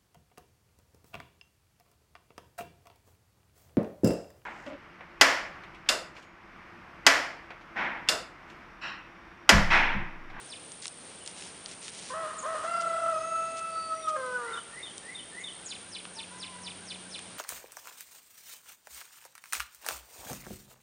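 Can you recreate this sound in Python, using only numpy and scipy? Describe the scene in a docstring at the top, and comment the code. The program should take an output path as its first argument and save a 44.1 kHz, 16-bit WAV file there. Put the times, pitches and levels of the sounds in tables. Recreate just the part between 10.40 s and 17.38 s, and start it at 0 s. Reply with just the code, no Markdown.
"""A farmyard heard through a camera's microphone: outdoor air, a distant engine of two partials, pulsing hiss.
From the start a goat kid steps through dry leaves close by (tiny cracks and snaps of filtered noise)
and a songbird gives stray whistled notes. Then a rooster crows once: harmonics torn by rasp and flutter.
The songbird whistles slurred notes, then a falling run, each thrown back by the yard (sweeping sines).
Near the end a second rooster answers from far off, as one wavering partial with faint overtones."""
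import sys
import numpy as np
from scipy import signal
from scipy.fft import rfft, irfft, next_fast_len
from scipy.io import wavfile

SR = 44100
rng = np.random.default_rng(int(sys.argv[2]) if len(sys.argv) > 2 else 0)


def generate_wav(sig):
    """Save sig (samples, or channels by samples) to the path in sys.argv[1] as 16-bit PCM at SR."""
    pcm = np.round(np.clip(np.atleast_2d(sig).T, -1, 1) * 32767).astype(np.int16)
    wavfile.write(sys.argv[1], SR, pcm)


N = 307818
TIME = np.arange(N) / SR
EDGE_HZ = 10150  # upper band limit of the camera
CLEAN_DEPTH = 0.19  # flutter depth, 0-1, of the rooster's settled voice


def gain_of(db):
    """Decibels to gain."""
    return 10 ** (np.asarray(db) / 20)


def evened(x):
    """Scales to rms 1."""
    return x / np.sqrt(np.mean(abs(x) ** 2) + 1e-20)


def read(points, hz):
    """Reads a table at the frequencies hz, joined on a log-frequency axis."""
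    f, value = np.transpose(points)
    return np.interp(np.log(hz + 1), np.log(f + 1), value)


def follow(rows, t):
    """Each column of a curve table at the times t."""
    s, *columns = np.transpose(rows)
    return [np.interp(t, s, column) for column in columns]


def add(mix, s, sound):
    """Mixes a sound in at s seconds, cutting whatever falls outside."""
    start = round(s * SR)
    sound = sound[max(-start, 0):]
    part = mix[max(start, 0):][:len(sound)]
    part += sound[:len(part)]


def coloured(x, points):
    """Filters x by a spectrum table, then scales it to rms 1."""
    hz = np.fft.rfftfreq(len(x), 1 / SR)
    return evened(irfft(rfft(x) * gain_of(read(points, hz)), len(x)))


def wander(size, hz):
    """Smooth random drift of about rms 1, with up to about hz changes a second."""
    length = next_fast_len(max(size, SR))
    f = np.fft.rfftfreq(length, 1 / SR)
    spectrum = rfft(rng.standard_normal(length)) / (1 + (f / hz) ** 4)
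    return evened(irfft(spectrum, length))[:size]


def faded(t, fade):
    """A gate over the times t with soft ends, fade seconds each."""
    return np.clip(np.minimum(t - t[0], t[-1] - t) / fade, 0, 1)


def ramp(t, middle, length):
    """Goes from 0 to 1 over the given length."""
    return np.clip((t - middle) / length + .5, 0, 1)


def bell(t, middle, length):
    """A smooth bump of height 1."""
    return np.exp(-(2 * (t - middle) / length) ** 2)


def outdoor_air():
    """Broad outdoor noise whose level swells a little at random."""
    # Each row: frequency in Hz, relative density in dB per Hz.
    air_spectrum = [(15, -61.5), (25, -15), (90, -4), (172, 0.5), (499, 0), (666, -2), (1880, -6.5),
                    (3280, -6.5), (5710, -11.5), (7440, -12.5), (8000, -8), (10400, -51.5), (17600, -120)]
    level_db, swell_db = -50.5, 0.7
    swell = gain_of(level_db + swell_db * wander(N, 3.2))
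    return swell * coloured(rng.standard_normal(N), air_spectrum)


def distant_engine():
    """Two low partials share an uneven turning speed and waver separately in level."""
    # Level over time. Each row: time in seconds, relative level in dB.
    engine_level = [(0, -81), (1, -59.5), (4.7, -67), (5.1, -56.5), (5.5, -59.5), (6.3, -49.5), (6.98, -56)]
    # Partials of the drone. Each row: mean frequency in Hz, mean relative level in dB.
    engine_lines = [(91.5, -16), (183, -5.5)]
    turns = np.cumsum(1 + 0.0051 * wander(N, 5.5)) / SR
    drone = np.zeros(N)
    for hz, db in engine_lines:
        drone += gain_of(db + 2.1 * wander(N, 3.3)) * np.sin(2 * np.pi * hz * turns)
    return np.sqrt(2) * gain_of(follow(engine_level, TIME)[0]) * drone


def leaves(cracks_per_s=2500, spread_db=3.0):
    """Steps crush a mass of tiny cracks out of dry leaves, and a few sharp snaps."""
    # Spectrum of the crackle. 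Each row: frequency in Hz, relative density in dB per Hz.
    leaf_spectrum = [(300, -37), (1000, -24), (2000, -6.5), (3500, -4), (6000, -4), (10000, -8.5)]
    # Leaves and grass brushed by steps. Each row: start in seconds, length in seconds, level in dB.
    rustles = [(0.414, 0.048, -42), (0.85, 0.089, -49.5), (0.941, 0.18, -46), (1.275, 0.075, -45.5),
               (1.405, 0.11, -44.5), (1.49, 0.27, -45), (2.402, 0.028, -41), (3.163, 0.039, -43),
               (3.678, 0.033, -42.5)]
    # Leaves snapping underfoot. Each row: start in seconds, peak level in dB, nominal centre in Hz.
    snaps = [(0.319, -28, 8660), (0.456, -19.5, 2900), (0.469, -21.5, 7120), (0.48, -20.5, 8620),
             (0.862, -26, 4860), (0.876, -21, 5000), (1.023, -30, 3070), (1.26, -25, 2920),
             (1.481, -27, 2970), (4.58, -25.5, 7700), (5.653, -29.5, 1440), (6.791, -27, 3340)]
    snap_decay_s, crumble_decay_s, crumble_db = 0.0012, 0.01, -22  # a snap leaves a faint crumbling

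    sizes = gain_of(spread_db * np.minimum(rng.exponential(1, N), 4))
    cracks = sizes * (rng.random(N) < cracks_per_s / SR)
    crackle = coloured(cracks * rng.choice([-1, 1], N), leaf_spectrum)
    pressure, out = np.zeros(N), np.zeros(N)
    for s, length, db in rustles:
        add(pressure, s, gain_of(db) * signal.windows.tukey(int(length * SR), .5))

    t = np.arange(2048) / SR
    decay = np.exp(-t / snap_decay_s) + gain_of(crumble_db) * np.exp(-t / crumble_decay_s)
    for s, db, hz in snaps:
        band = signal.butter(2, [hz * 0.43, min(hz * 2.17, EDGE_HZ)], "band", fs=SR)
        snap = signal.lfilter(*band, rng.standard_normal(len(t)) * decay)
        add(out, s, gain_of(db) * snap / abs(snap).max())
    return out + pressure * crackle


def yard(x, wet_db, early=3.4, early_decay=0.0039):
    """Leaves and fences scatter a quick spray of echoes and a thin tail, each band dying at its own speed."""
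    # Each row: frequency in Hz, time in seconds for the tail to fall by 60 dB.
    decay_times = [(300, 0.89), (1300, 1.07), (3500, 0.67), (9000, 0.41)]
    t = TIME[:SR]
    taps = rng.standard_normal(SR) * (rng.random(SR) < 2000 / SR)  # about 2000 echoes a second
    taps = taps * (1 + early * np.exp(-t / early_decay))
    hz, t, bands = signal.stft(taps, SR, nperseg=256)
    decay = gain_of(-60 * t / read(decay_times, hz)[:, None])
    tail = signal.istft(bands * decay, SR, nperseg=256)[1]
    return x + gain_of(wet_db) * signal.fftconvolve(x, tail / np.linalg.norm(tail))[:N]


def far_rooster(rows, overtone_db=-10):
    """Distance leaves one wavering partial and traces of its overtones."""
    t = np.arange(rows[0][0], rows[-1][0], 1 / SR)
    hz, db = follow(rows, t)
    phase = 2 * np.pi * np.cumsum(hz * (1 + 0.0042 * wander(len(t), 60))) / SR
    voice = sum(gain_of(overtone_db * (k - 1)) * np.sin(k * phase) for k in range(1, 4))
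    return t[0], np.sqrt(2) * gain_of(db) * voice * faded(t, 0.018)


def songbird():
    """Slightly unsteady whistles follow their note shapes; hard surfaces repeat each sweep."""
    # Five note shapes. Each row: seconds from the note's time, pitch in Hz, relative level in dB.
    slur_shape = [(-.125, 1708, -23), (-.07, 1899, -12), (-.025, 2130, -12.5), (-.005, 2318, -20.5),
                  (0, 3900, -33), (.008, 3650, -3.5), (.03, 3600, -15), (.05, 3156, -4), (.064, 2750, -23)]
    rise_shape = [(-.08, 1293, -19.5), (-.04, 1493, -19.5), (.03, 1870, -24)]
    fall_shape = [(.01, 6900, -19), (.03, 5600, -10), (.054, 4500, -4), (.066, 3400, 2), (.077, 2400, -4),
                  (.084, 2000, -16)]
    chip_shape = [(0, 8130, -1), (.008, 7500, -4), (.017, 6750, 6.5), (.028, 6380, -10)]
    peep_shape = [(0, 3250, -12), (.014, 2916, 0.5), (.08, 2780, -13)]
    # When the slurs, chips and peeps sound. 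Each row: time in seconds, relative level in dB.
    slurs = [(3.62, -48.5), (4.126, -41), (4.423, -39.5), (4.743, -39.5), (5.032, -37.5)]
    chips = [(1.974, -48), (4.992, -58), (5.248, -47.5)]
    peeps = [(.8, -54.5)]
    # Evenly paced falling notes. Each row: first note in seconds, count of notes, relative level in dB.
    fall_runs = [(.062, 1, -47.5), (5.251, 7, -43.5)]
    # Repeats from hard surfaces. Each row: delay in seconds, level against the direct song in dB.
    echoes = [(.005, -3), (.012, -6), (.038, -4)]
    fall_period_s = 0.2388

    falls = []
    for first, count, run_db in fall_runs:
        falls += [(first + k * fall_period_s, run_db) for k in range(count)]
    # a soft rise leads in each falling note
    phrases = ((slur_shape, slurs), (rise_shape, falls), (fall_shape, falls),
               (chip_shape, chips), (peep_shape, peeps))
    song = np.zeros(N)
    for shape, notes in phrases:
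        t = np.arange(shape[0][0], shape[-1][0], 1 / SR)
        hz, db = follow(shape, t)
        for s, level_db in notes:
            unsteady_hz = hz * (1 + 0.011 * wander(len(t), 200))
            whistle = np.sin(2 * np.pi * np.cumsum(unsteady_hz) / SR)
            add(song, s + t[0], np.sqrt(2) * gain_of(level_db + db) * whistle * faded(t, 0.00067))
    heard = song.copy()
    for delay, db in echoes:
        add(heard, delay, gain_of(db) * song)
    return heard


def syrinx(t, hz, rasp, levels, flutter=0):
    """Harmonics that flutter and are smeared by rasp, with puffs of torn air; gives the voice and its phase."""
    # Air torn by uneven cycles. Each row: frequency in Hz, relative density in dB per Hz.
    torn_spectrum = [(350, -17), (600, -13), (1200, 4.5), (1900, -5), (2300, -16.5), (2900, -10),
                     (4500, -19.5), (9000, -18)]
    # upper harmonics: level, fall per harmonic number and slow unevenness, all in dB
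    upper_db, upper_slope_db, upper_patchy_db = -5, 1.0, 4
    fundamental_flutter = 0.63  # share of the flutter that reaches the fundamental's level

    size = len(t)
    rasp, flutter = np.clip(rasp, 0, 1), np.clip(flutter, 0, 1)
    shake = 2 * np.pi * np.cumsum(31 + 8 * wander(size, 27.0)) / SR  # about 31 Hz
    vibrato = 0.02 * flutter * np.sin(shake)
    jitter = (0.0017 + 0.045 * rasp) * wander(size, 130)
    phase = 2 * np.pi * np.cumsum(hz * (1 + vibrato + jitter)) / SR
    voice = np.zeros(size)
    for k in range(1, 14):
        if k <= len(levels):
            gain = gain_of(levels[k - 1])
        else:  # weak, patchy upper harmonics
            patches = upper_patchy_db * wander(size, 13)
            gain = gain_of(np.minimum(*levels[-2:]) + upper_db - upper_slope_db * k + patches)
        depth = flutter * (fundamental_flutter if k == 1 else 1)
        throb = evened(1 + depth * np.cos(shake + k * np.pi / 2 + wander(size, 19)))
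        scatter = evened(wander(size, 130) + 1j * wander(size, 170))  # uneven cycles smear each line
        voice += gain * throb * ((1 + 0.78 * rasp * scatter) * np.exp(1j * k * phase)).real
    torn_air = coloured(rng.standard_normal(size) * (1 + np.cos(phase)), torn_spectrum)  # one puff a cycle
    return voice + gain_of(np.max(levels, axis=0) - 0.5) * rasp * torn_air, phase


def short_syllable(leap_at, lead_s, hold_s, release_s, db):
    """Starts low, leaps up with a rasp, arches and dies away, while the syrinx's other side stays low."""
    # Harmonics 1-4. Each row: relative level in dB, change in the low register in dB, release in dB per s.
    syllable_harmonics = [(-2, -8, 180), (-1, -3.5, 48), (-16, 0, 90), (-25.5, -7, 90)]
    # The side that stays low. Each row: mean frequency in Hz, relative level in dB.
    low_lines = [(1065, -12), (1835, -15.5)]
    low_release_db_per_s = 68
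    low_hz, high_hz, arch_hz, leap_s = 521.3, 625.3, 26.94, 0.013
    rasp_low, rasp_ends, rasp_middle = 0.3, 0.42, 0.24  # 0-1; the rasp clears in mid-hold

    t = np.arange(-lead_s, hold_s + release_s, 1 / SR)
    high = ramp(t, 0, leap_s)
    arch = np.sin(np.pi * np.clip(t / hold_s, 0, 1))
    released = np.maximum(t - hold_s, 0)
    hz = low_hz + high * (high_hz - low_hz) + arch_hz * arch
    rasp = rasp_low + high * (rasp_ends - rasp_low) + arch * (rasp_middle - rasp_ends)
    levels = [db + own_db + low_db * (1 - high) - fall * released
              for own_db, low_db, fall in syllable_harmonics]
    voice, _ = syrinx(t, hz, rasp, levels)
    low_phase = 2 * np.pi * np.cumsum(1 + 0.017 * wander(len(t), 110)) / SR
    low_side = sum(gain_of(line_db) * np.cos(line_hz * low_phase) for line_hz, line_db in low_lines)
    return leap_at + t, voice + gain_of(db - low_release_db_per_s * released) * low_side


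def long_note():
    """Breaks in with a rasp, flutters, then holds a clean tone out of which single overtones ring."""
    # Pitch. Each row: time in seconds, frequency in Hz.
    note_pitch = [(2.228, 566), (2.253, 653), (2.302, 688.5), (2.502, 662), (2.7, 663.4), (2.75, 637.4),
                  (2.9, 658.3), (3.3, 657), (3.602, 643.4), (3.777, 614.5)]
    # Fundamental, then the second harmonic, which carries the crow. Each row: time in seconds, level in dB.
    first_level = [(2.23, -48), (2.238, -39), (2.744, -33), (2.796, -39), (3.156, -41), (3.25, -52),
                   (3.332, -45), (3.396, -53), (3.576, -40.5), (3.64, -50), (3.744, -35.5), (3.77, -36)]
    second_level = [(2.23, -42), (2.336, -31), (2.616, -34), (2.666, -29.5), (2.882, -37), (2.962, -28.5),
                    (3.056, -33), (3.112, -41.5), (3.242, -32.5), (3.314, -38), (3.378, -30.5), (3.46, -39),
                    (3.534, -27.5), (3.594, -45), (3.64, -49), (3.678, -24.5), (3.77, -34)]
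    # Harmonics 3 and 4 sink steadily. Each row: starting level in dB, fall in dB per second.
    upper_levels = [(-49.5, 8.5), (-52.5, 5.5)]
    # Overtones that the throat picks out for a moment, each at the harmonic nearest its frequency.
    # Each row: middle in seconds, length in seconds, nominal frequency in Hz, peak level in dB.
    overtones = [(2.365, 0.14, 2720, -58.5), (2.545, .3, 8020, -59), (2.95, 0.36, 6580, -53),
                 (3.1, 0.44, 2630, -46), (3.423, 0.18, 4560, -47), (3.61, .13, 5790, -55)]
    onset_rasp, onset_rasp_s, flutter_rasp, clean_rasp = 0.627, 0.033, 0.085, 0.028
    flutter_depth, settle_at_s, settle_s = 0.65, 2.85, 0.1

    t = np.arange(note_pitch[0][0], note_pitch[-1][0], 1 / SR)
    age = t - t[0]
    unsettled = 1 - ramp(t, settle_at_s, settle_s)
    hz, = follow(note_pitch, t)
    rasp = clean_rasp + flutter_rasp * unsettled + onset_rasp * np.exp(-age / onset_rasp_s)
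    flutter = CLEAN_DEPTH + (flutter_depth - CLEAN_DEPTH) * unsettled
    levels = follow(first_level, t) + follow(second_level, t)  # lists joined, one curve a harmonic
    levels += [db - fall * age for db, fall in upper_levels]
    voice, phase = syrinx(t, hz, rasp, levels, flutter)
    for s, length, overtone_hz, db in overtones:
        nearest = round(overtone_hz / np.interp(s, t, hz))
        voice += gain_of(db) * bell(t, s, length) * np.cos(nearest * phase)
    return t, voice


def low_close(side_db=-14):
    """The voice sags through a throat resonance and gives out; alternating cycles add lines between harmonics."""
    # The low register sags. Each row: time in seconds, pitch in Hz, rasp from 0 to 1.
    sag = [(3.755, 549.2, .45), (3.81, 516.7, 0.12), (3.979, 493.7, 0.03), (4.1, 459.5, 0.37),
           (4.202, 456.5, 0.52)]
    # Harmonics 1-4. Each row: level in dB before the resonance, change by the end in dB.
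    close_harmonics = [(-40, -19), (-44, -16), (-44, 5), (-57.5, -15)]
    # Strong and weak cycles alternate. Each row: middle in seconds, length in seconds, level in dB.
    doublings = [(3.791, .09, -48), (4.01, 0.071, -38.5)]
    throat_hz, throat_width_hz, throat_db = 1489, 30, 12.5  # a narrow resonance

    t = np.arange(sag[0][0], sag[-1][0], 1 / SR)
    hz, rasp = follow(sag, t)
    spent = np.linspace(0, 1, len(t)) ** 3
    levels = [db + end_db * spent + throat_db * bell(k * hz, throat_hz, throat_width_hz)
              for k, (db, end_db) in enumerate(close_harmonics, 1)]
    voice, phase = syrinx(t, hz, rasp, levels, CLEAN_DEPTH)
    doubling = sum(gain_of(db) * bell(t, s, length) for s, length, db in doublings)
    side_lines = np.cos(3 / 2 * phase) + np.cos(7 / 2 * phase)
    half_lines = np.cos(5 / 2 * phase) + gain_of(side_db) * side_lines
    return t, voice + doubling * half_lines


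def rooster():
    """One crow from the syrinx: two short syllables, the long note and the low close."""
    # Each row: leap upwards in seconds, low lead-in in seconds, hold in seconds, release in seconds,
    # relative level in dB.
    syllables = [(1.739, .042, .12, 0.193, -37), (2.057, .028, 0.1036, 0.11, -35)]
    parts = [short_syllable(*row) for row in syllables] + [long_note(), low_close()]
    crow = np.zeros(N)
    for t, voice in parts:
        add(crow, t[0], np.sqrt(2) * voice * faded(t, 0.0095))
    return crow


def scene():
    """Air and engine behind, steps close by, and birds across the yard."""
    # Two parts of the far crow. Each row: time in seconds, mean pitch in Hz, relative level in dB.
    far_crow = [
        [(5.75, 896, -65), (5.79, 889, -51.5), (5.84, 940, -71)],
        [(5.9, 978, -59), (6.1, 1041, -60.5), (6.15, 973, -56), (6.21, 1000, -63), (6.29, 953, -55.5)],
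    ]
    near_wet_db, far_wet_db, song_wet_db = -12, -8, -3  # level of the yard's tail
    late_echo_s, late_echo_db = 0.16, -18

    near, far = rooster(), np.zeros(N)
    for rows in far_crow:
        add(far, *far_rooster(rows))
    crow = yard(near, near_wet_db)
    late_echo = gain_of(late_echo_db) * yard(near, far_wet_db)
    add(crow, late_echo_s, late_echo)  # the tree line answers late
    birds = crow + gain_of(5.5) * yard(far, far_wet_db) + yard(songbird(), song_wet_db)
    return (birds + leaves() + outdoor_air() + distant_engine())[None]


def record(dry):
    """The camera adds a high hiss that pulses quickly, then limits the band."""
    # Each row: frequency in Hz, relative density in dB per Hz.
    hiss_spectrum = [(7500, -27.5), (8350, -2.5), (8700, 11.5), (9000, -5.5), (9200, 7.5), (9450, 5),
                     (9700, 1.5), (10100, -13)]
    hiss_db, pulse_hz, pulse_db = -50.5, 64.45, 2.2
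    pulse = evened(gain_of(pulse_db * np.cos(2 * np.pi * pulse_hz * TIME)))
    hiss = coloured(rng.standard_normal(N), [(5000, -59.0)] + hiss_spectrum)  # almost none at 5 kHz
    x = dry + gain_of(hiss_db) * pulse * hiss
    band_limit = signal.firwin(801, EDGE_HZ, window=("kaiser", 9), fs=SR)
    return signal.oaconvolve(x, band_limit[None], "same")


dry = scene()
out = record(dry)
generate_wav(out)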